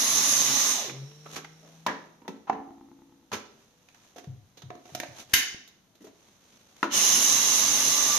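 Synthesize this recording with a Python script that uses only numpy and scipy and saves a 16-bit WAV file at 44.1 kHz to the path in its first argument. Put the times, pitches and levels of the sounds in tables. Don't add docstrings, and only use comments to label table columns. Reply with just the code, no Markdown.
import sys
import numpy as np
from scipy import signal
from scipy.fft import rfft, irfft
from scipy.io import wavfile
from scipy.ndimage import uniform_filter1d

SR = 44100
rng = np.random.default_rng(int(sys.argv[2]) if len(sys.argv) > 2 else 0)


def put_to_file(sound):
    columns = np.atleast_2d(sound).T
    safe = np.clip(columns, -1, 1)
    whole_steps = np.round(safe * 32767)
    wavfile.write(sys.argv[1], SR, whole_steps.astype(np.int16))


N = 360738
TIME, RING_TIME = np.arange(N) / SR, np.arange(SR // 2) / SR
HZ, FILTER_HZ = np.fft.rfftfreq(N, 1 / SR), np.fft.rfftfreq(2048, 1 / SR)

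OFF_S, ON_S = 0.67, 6.87
BRUSH_HZ, CREVICE_HZ, COAST_HZ = 1168.5, 1172.8, 137.7

# freq_hz, level_db
FRICTION_COLOUR = [(40, -2), (150, 2.5), (400, 5), (800, 4), (2000, 2.5), (4000, 2), (6500, -3),
                   (14000, -11)]


def amp(db):
    return 10 ** (np.asarray(db) / 20)


def unit_rms(x):
    return x / np.sqrt(np.mean(x ** 2) + 1e-20)


def curve(points, hz, column=1):
    table = np.array(points, float)
    return np.interp(np.log(hz + 1), np.log(table[:, 0] + 1), table[:, column])


def automation(rows):
    times, *columns = np.transpose(rows)
    return [np.interp(TIME, times, column) for column in columns]


def add(mix, start_s, sound):
    part = mix[..., round(start_s * SR):][..., :sound.shape[-1]]
    part += sound[..., :part.shape[-1]]


def wander(rate_hz):
    return unit_rms(irfft(rfft(rng.standard_normal(N)) / (1 + (HZ / rate_hz) ** 4), N))


def paired(spectra, hz):
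    # freq_hz, correlation
    stereo_likeness = [(20, .75), (60, 0.86), (150, 0.86), (300, 0.79), (600, 0.7), (1000, 0.34),
                       (2000, 0.19), (4000, 0.082), (14000, 0)]
    alike = np.clip(curve(stereo_likeness, hz), -1, 1)
    return np.array([spectra[0], alike * spectra[0] + np.sqrt(1 - alike ** 2) * spectra[1]])


def noise(colour_db):
    return unit_rms(irfft(paired(rfft(rng.standard_normal((2, N))), HZ) * amp(colour_db), N))


def resonances(peaks):
    return sum(db / (1 + (2 * (HZ - hz) / width_hz) ** 2) for hz, width_hz, db in peaks)


def impulse_response(colour_db):
    cepstrum = irfft(np.log(amp(colour_db)))
    half = len(cepstrum) // 2
    cepstrum[1:half] *= 2
    cepstrum[half + 1:] = 0
    return irfft(np.exp(rfft(cepstrum)))


def decay(t60):
    return np.exp(-np.log(1000) * RING_TIME / t60)


def mode(hz, t60):
    return np.sin(2 * np.pi * hz * RING_TIME) * decay(t60)


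def ringing(modes):
    return sum(amp(db) * unit_rms(mode(hz, t60)) for hz, db, t60 in modes) / np.sqrt(len(RING_TIME))


def crack(t60, tick, swell_share=0.023):
    count = len(RING_TIME)
    white = rfft(rng.standard_normal((2, count)))
    burst = irfft(paired(white, np.fft.rfftfreq(count, 1 / SR)))
    burst *= (1 - np.exp(-RING_TIME / (swell_share * t60))) * decay(t60)
    burst /= np.linalg.norm(burst[0])
    burst[:, 0] += tick
    return burst / np.hypot(1, tick)


def room_tone():
    # freq_hz, level_db
    bed_colour = [(20, 5.5), (90, 13.5), (220, 13), (400, 3.5), (1000, 4.5), (2500, -2.5), (4000, -1),
                  (7000, -9), (14000, -9)]
    return amp(-65) * noise(curve(bed_colour, HZ))


def reverb(x, predelay_s=0.001, build_s=0.00053):
    # freq_hz, t60_s
    decay_times = [(100, 0.3), (300, 0.77), (1000, 0.54), (3000, 0.51), (6000, 0.54), (8000, .38),
                   (14000, 0.23)]
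    hz, t, spectra = signal.stft(rng.standard_normal((2, SR)), SR, nperseg=512)
    spectra = paired(spectra, hz[:, None]) * np.exp(-np.log(1000) * t / curve(decay_times, hz)[:, None])
    tail = signal.istft(spectra, SR, nperseg=512)[1][:, :SR]
    tail *= 1 - np.exp(-np.maximum(TIME[:SR] - predelay_s, 0) / build_s)
    return signal.fftconvolve(x, tail / np.linalg.norm(tail[0]), axes=1)[:, :N]


def rubbing(grain_db=2.0):
    # peak_s, level_db, swell_s, fade_s
    strokes = [ (1.372, -40.5, 0.056, .016), (1.75, -59.5, 0.29, .25), (3.6, -64.5, 0.11, .15),
               (4.05, -61, 0.2, .17), (4.5, -73, .1, .2), (4.93, -53.5, .07, .18),
               (5.204, -43, 0.042, .025), (5.32, -50.5, 0.027, .05), (6.25, -62.5, 0.13, .3),
               (6.55, -60.5, .2, .2), (6.82, -57.5, 0.15, .1)]
    power = np.zeros(N)
    for peak_s, db, swell_s, fade_s in strokes:
        envelope = np.exp(-np.maximum((peak_s - TIME) / swell_s, (TIME - peak_s) / fade_s))
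        power += (amp(db) * envelope) ** 2
    return np.sqrt(power) * amp(grain_db * wander(120)) * noise(curve(FRICTION_COLOUR, HZ))


def thuds(t60=0.2, rise_s=0.011, sag=.35, sag_s=0.0063):
    # start_s, level_db, pitch_hz
    bumps = [(3.319, -39.5, 99), (4.272, -25, 129.6), (4.341, -36.5, 112), (4.405, -44, 103),
             (4.635, -31, 125.5), (4.92, -37, 131), (5.084, -37.5, 123), (5.256, -49.5, 120)]
    # start_s, level_db, length_s
    low_pops = [(5.336, -13.5, 0.0017), (5.53, -41, .0007), (5.546, -24.5, 0.0009)]
    out, t = np.zeros(N), RING_TIME
    for start_s, db, hz in bumps:
        phase = 2 * np.pi * hz * (t + sag * sag_s * (1 - np.exp(-t / sag_s)))
        beating = np.sin(phase) + amp(-7) * np.sin(.78 * phase)
        add(out, start_s, amp(db) * beating * (1 - np.exp(-t / rise_s)) * decay(t60))
    for start_s, db, length_s in low_pops:
        age = t / length_s
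        add(out, start_s, amp(db) * (1 - age / 3) * age * np.exp(-age))
    return out


def flap(start_s=2.603, swing_s=.1042, friction_loss=.14, graze_lead_s=.029):
    # pitch_hz, level_db, t60_s
    flap_modes = [(273.5, 0.5, 0.19), (327, 3, 0.18), (867, 3, 0.036), (1020, -3, 0.016), (1250, -9, 0.03),
                  (1850, -16, 0.029)]
    tick = sum(amp(db) * mode(hz, t60) for hz, db, t60 in flap_modes)
    out = np.zeros(N)
    for swing in range(7):
        hit_s = start_s + swing * swing_s
        hit = amp(-47.5) * (1 - swing * friction_loss) * tick
        add(out, hit_s - graze_lead_s, amp(-4.5) * hit)
        add(out, hit_s, hit)
    return out


def blows(hits, modes, gain_db, low_cut_hz, hollow_db, modes_db, pan_db):
    # freq_hz, level_db
    contact_colour = [(250, 4.5), (480, 2.5), (800, -0.5), (1400, -1), (2200, -6), (4500, -13),
                      (9000, -25.5), (14000, -27.5)]
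    out, hz = np.zeros((2, N)), FILTER_HZ
    ring = amp(modes_db) * ringing(modes)
    radiation = -10 * np.log10(1 + (low_cut_hz / (hz + 30)) ** 6)
    bass_shelf = 1 / (1 + (hz / 620) ** 8)
    treble_octaves = np.log2(np.maximum(hz / 1100, 1))
    for start_s, db, bass_db, tilt, crack_t60, hollow_hz in hits:
        damping_db = 11 * np.log10(crack_t60 / .025)
        strike = crack(crack_t60, tick=0.1) + amp(-damping_db) * ring
        colour = curve(contact_colour, hz) + bass_db * bass_shelf + tilt * treble_octaves
        hollow = hollow_db / (1 + ((hz / hollow_hz - 1) / 0.13) ** 2)
        response = impulse_response(colour + radiation + hollow)
        add(out, start_s, amp(db) * signal.fftconvolve(strike, response[None], axes=1))
    return amp(gain_db) * amp([[pan_db / 2], [-pan_db / 2]]) * out


def wooden_box():
    # start_s, level_db, bass_db, tilt_db_per_octave, crack_t60_s, hollow_hz
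    hits = [ (6.006, -64.5, 9, 3, 0.059, 297), (6.017, -66, 12, 6.5, 0.12, 310),
            (6.042, -58, 9, 5, 0.13, 430), (6.067, -56, 3.5, 3, 0.12, 660),
            (6.829, -21.5, -13, -3.5, 0.028, 1350), (6.835, -27.5, -7, -2, 0.13, 320)]
    # pitch_hz, level_db, t60_s
    modes = [(293, -3.5, 0.12), (656, -9.5, 0.11), (1000, -3, 0.1), (1427, -5, 0.048), (1900, 2, 0.034),
             (2700, -3.5, 0.054)]
    return blows(hits, modes, gain_db=38.5, low_cut_hz=234.5, hollow_db=10, modes_db=-15, pan_db=-.3)


def tool_taps():
    # start_s, level_db, bass_db, tilt_db_per_octave, crack_t60_s, hollow_hz
    hits = [ (3.886, -57, -20, 2.5, 0.029, 2400), (3.945, -56.5, -17, 3, 0.04, 1680),
            (4.160, -50.5, 7.5, 3.5, 0.1, 714), (4.181, -47, 1, 3, 0.064, 734),
            (4.194, -57, 1, 3, 0.028, 2000), (4.241, -57, 6.5, 3, 0.045, 710),
            (4.571, -54, 1, 4.5, 0.11, 3860), (4.619, -48, -3.5, 1.5, 0.047, 3700),
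            (4.703, -38, -1.5, -4, 0.025, 690), (4.752, -54.5, 9.5, 1.5, 0.023, 720),
            (4.854, -51, 0, 1, .04, 710), (4.89, -53.5, 0.5, -3, 0.1, 715),
            (4.949, -37.5, -3, 5, 0.038, 680), (5.0, -35, -4.5, 4.5, 0.022, 1900),
            (5.033, -36.5, -5.5, 0, 0.045, 600), (5.2, -55, -9, 6.5, 0.033, 3780),
            (5.675, -62.5, 0, 7.5, 0.071, 3800), (5.952, -69, 5, 6.5, .06, 3790)]
    # pitch_hz, level_db, t60_s
    modes = [(345, -5.5, 0.11), (646.3, -6, 0.22), (717, 4.5, 0.11), (1840, -10, 0.2), (3120, -15, 0.12),
             (3500, -7.5, 0.15)]
    return blows(hits, modes, gain_db=36.5, low_cut_hz=294, hollow_db=8.5, modes_db=-20, pan_db=-3.4)


def body_knocks():
    # start_s, level_db, bass_db, tilt_db_per_octave, crack_t60_s, hollow_hz
    hits = [ (.894, -39.5, -12, 1, 0.06, 2280), (1.113, -56, -7, 0, .03, 3000),
            (1.258, -43, -4, -3, 0.078, 1360), (1.359, -31, -9, 1.9, 0.14, 380),
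            (1.445, -42, -26, 0.5, 0.043, 1980), (1.625, -49.5, -1, -9, 0.49, 645),
            (1.864, -22.5, -9.5, 0.05, 0.046, 990), (1.875, -23.5, -5.5, -4, 0.21, 1850),
            (2.218, -56, 1, -3, 0.042, 900), (2.247, -51, -4, -7, 0.11, 914),
            (2.279, -33.5, -10, -0.2, 0.029, 960), (2.285, -48, 14, 2.5, 0.1, 214),
            (2.472, -34.5, -12, -6, 0.28, 960), (2.4965, -22.5, -8, -7, 0.029, 783),
            (2.528, -40, 4.5, -3.5, .05, 1840), (2.549, -43, 0, -9, 0.027, 820),
            (3.317, -34.5, -7, 0, 0.037, 1340), (3.327, -25.5, -10.5, 1.7, 0.15, 420)]
    # pitch_hz, level_db, t60_s
    modes = [(225.8, -6.5, 0.51), (278.2, -8.5, 0.24), (440, -12.5, 0.37), (817, -20, 0.12),
             (852, -8.5, 0.081), (989, -9, 0.055), (1324, -18, 0.36), (1740, -12, 0.049), (2640, -8.5, 0.1)]
    return blows(hits, modes, gain_db=36, low_cut_hz=210, hollow_db=11, modes_db=-13.5, pan_db=-2.5)


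def latch():
    # start_s, level_db, crack_t60_s
    clicks = [(5.3341, -0.5, 0.018), (5.3368, 13.5, 0.013), (5.3405, 12, 0.016)]
    # freq_hz, level_db
    snap_colour = [(100, -17.5), (550, -22.5), (1180, -10.5), (1650, 3), (3000, 0), (4700, -3),
                   (6300, -6.5), (9000, -7), (14000, -3)]
    # pitch_hz, level_db, t60_s
    catch_modes = [(1780, -18, 0.16), (2066, -12.5, 0.11), (2870, -15, 0.089), (2990, -18.5, 0.06),
                   (3860, -24.5, .15)]
    response = impulse_response(curve(snap_colour, FILTER_HZ))
    out = np.zeros((2, N))
    for start_s, db, t60 in clicks:
        click = signal.fftconvolve(crack(t60, tick=0.14) + ringing(catch_modes), response[None], axes=1)
        add(out, start_s, amp(db) * click / np.linalg.norm(click[0]))
    return out


def coasting_rotor():
    # time_s, pitch_hz, hum_db, hiss_db
    coast = [(.88, 129.5, -56, -55), (.96, 134.7, -42.5, -52.5), (1.04, 136, -38, -55.5),
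             (1.11, 146.8, -54, -56.5), (1.3, 154, -53, -61), (1.7, 160.7, -60, -68),
             (1.85, 163, -54.5, -88), (2.4, 163, -79, -89), (3.9, 164.5, -90, -93)]
    hz, hum_db, hiss_db = automation(coast)
    phase = 2 * np.pi * np.cumsum(hz * (1 + 0.0023 * wander(58))) / SR
    buzz_gain = np.hypot(amp(hiss_db - 6.5), amp(-78))
    hum = np.sqrt(2) * (amp(hum_db) * np.sin(phase) + buzz_gain * np.sin(3 * phase))
    bearings = noise(curve(FRICTION_COLOUR, HZ) + resonances([(3900, 280, 8.3), (5550, 330, 16.4)]))
    gate = uniform_filter1d(1. * (TIME >= coast[0][0]) * (TIME <= coast[-1][0]), size=800)
    return gate * (hum + amp(hiss_db) * bearings)


def shaft(brake_hz_per_s=3900, drain_s=0.066, kick_s=.053, creep_s=.1, fill_s=0.044, surge_s=0.36):
    since_off, since_on = np.maximum(TIME - OFF_S, 0), np.maximum(TIME - ON_S, 0)
    slowing = np.maximum(BRUSH_HZ - brake_hz_per_s * since_off, COAST_HZ)
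    kick = 1 - np.exp(-(since_on / kick_s) ** 3)
    creep = 1 - .26 * np.exp(-since_on / creep_s)
    hz = np.where(since_on > 0, CREVICE_HZ * kick * creep, slowing)
    braking_s = (BRUSH_HZ - COAST_HZ) / brake_hz_per_s
    drain = np.exp(-np.maximum(since_off - braking_s, 0) / drain_s)
    fill = 1 - np.exp(-(since_on / fill_s) ** 2)
    surge = amp(2.5 * np.exp(-since_on / surge_s))
    return hz, hz / BRUSH_HZ * np.where(since_on > 0, fill * surge, drain)


def drifting_echoes(x, echo_db=-13, sway_s=.00006, count=5):
    out = x.copy()
    for delay_s in np.geomspace(.002, .013, count):
        path_s = delay_s * rng.uniform(.85, 1.15) + sway_s * wander(0.69)
        out += amp(echo_db) * np.array([np.interp(TIME - path_s, TIME, side, left=0) for side in x])
    return out / np.sqrt(1 + count * amp(2 * echo_db))


def slot_howl(flow, pitch_hz=2940, width_hz=710, fade_s=0.95):
    band = noise(-20 * np.log10(1 + (2 * (HZ - pitch_hz) / width_hz) ** 2))
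    settling = (TIME > ON_S) * np.exp(-np.maximum(TIME - ON_S, 0) / fade_s)
    return amp(-33) * flow * settling * band


def air_rush(flow, crossover_hz=5000, gust_db=0.73):
    # freq_hz, level_db
    air_colour = [(30, -27.5), (80, -9.5), (130, -6), (230, 2.5), (550, -3), (950, 5), (1500, 2),
                  (2400, -1.5), (3600, 4), (4600, 3.5), (6300, 2.5), (8500, -7), (14000, -8)]
    # centre_hz, width_hz, gain_db
    duct_peaks = [(136, 8.3, 13.5), (1020, 80, 1), (2034, 250, 7), (2700, 600, 4), (3830, 550, 4),
                  (4600, 130, -3.5), (5860, 140, -2), (6260, 40, 5.5), (6580, 35, 3)]
    colour = curve(air_colour, HZ) + resonances(duct_peaks)
    low_share = 1 / (1 + (HZ / crossover_hz) ** 12)
    rush = noise(colour + 10 * np.log10(low_share + 1e-12))
    hiss = noise(colour + 10 * np.log10(1 - low_share + 1e-12))
    return amp(-29.5) * flow ** 0.97 * rush + amp(-25.5 + gust_db * wander(5.3)) * flow ** 1.79 * hiss


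def impeller_whine(shaft_hz, flow, waver=0.00077, fade_depth=.22):
    # shaft_multiple, level_db
    partials = [(1, -23), (5, -20), (9, -4.5), (10, -19.5), (12, -22)]
    # time_s, blade_tones_db, shaft_note_db
    level_ride = [(.28, 3, 2), (.45, -3, 3), (.75, -1.5, 1), (7.05, -1, -4), (7.22, 2, -1), (7.75, -3, 1),
                  (8.1, -2.5, 12)]
    blade_db, note_db = automation(level_ride)
    slack = np.clip(1 - shaft_hz / BRUSH_HZ, 0, 1)
    wobble = 1 + waver * wander(25) + 0.046 * slack ** 2 * wander(150)
    phase = 2 * np.pi * np.cumsum(shaft_hz * wobble) / SR
    whine = np.zeros((2, N))
    for multiple, db in partials:
        gain = amp(db + (note_db if multiple == 1 else blade_db)) * (1 - slack)
        for side in whine:
            fading = 1 + fade_depth * (wander(11) + 1j * wander(13))
            side += gain * unit_rms((fading * np.exp(1j * multiple * phase)).real)
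    braking = np.sqrt(slack) * (TIME < ON_S) * (shaft_hz > COAST_HZ)
    whine += amp(-5) * braking * np.sin(phase)
    return amp(-31) * flow ** 0.97 * whine


def motor(flutter_db=0.31):
    shaft_hz, flow = shaft()
    rush = air_rush(flow)
    whine = impeller_whine(shaft_hz, flow)
    air = drifting_echoes(rush + slot_howl(flow))
    return (air + whine + amp(-0.5) * reverb(whine)) * amp(flutter_db * wander(60))


def scene():
    knocks, taps, box, snap = body_knocks(), tool_taps(), wooden_box(), latch()
    soft = flap() + thuds()
    send = amp(-9) * knocks + amp(-7) * taps + amp(-9.5) * box + amp(0.5) * snap + amp(-8.5) * soft
    handling = knocks + taps + box + snap + soft + reverb(send)
    return motor() + coasting_rotor() + rubbing() + handling + room_tone()


def record(dry, ceiling=.8, high_cut_hz=14350):
    # freq_hz, left_db, right_db
    port_colours = [(60.6, -4, -5), (233, 3.5, 1), (1510, -1.5, -3.5), (4060, -0.5, 0.5), (4500, -5, -1),
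                    (5220, -3, 0.5), (6255, 1, 11.5), (6660, 0.5, 8.5), (7864, -2, -7.5), (7860, -16, -25),
                    (8080, -9.5, -13.5), (8630, 1, -12.5), (10660, 1, -13.5), (11000, -2, -1),
                    (13100, 2, -2), (14100, -3.5, -0.5)]
    ports = np.array([impulse_response(curve(port_colours, FILTER_HZ, column)) for column in (1, 2)])
    heard = signal.oaconvolve(dry, ports, axes=1)[:, :N]
    heard /= (1 + (heard / ceiling) ** 6) ** (1 / 6)
    high_cut = signal.firwin(601, high_cut_hz, window=("kaiser", 8), fs=SR)
    return signal.oaconvolve(heard, high_cut[None], "same")


dry = scene()
out = record(dry)
put_to_file(out)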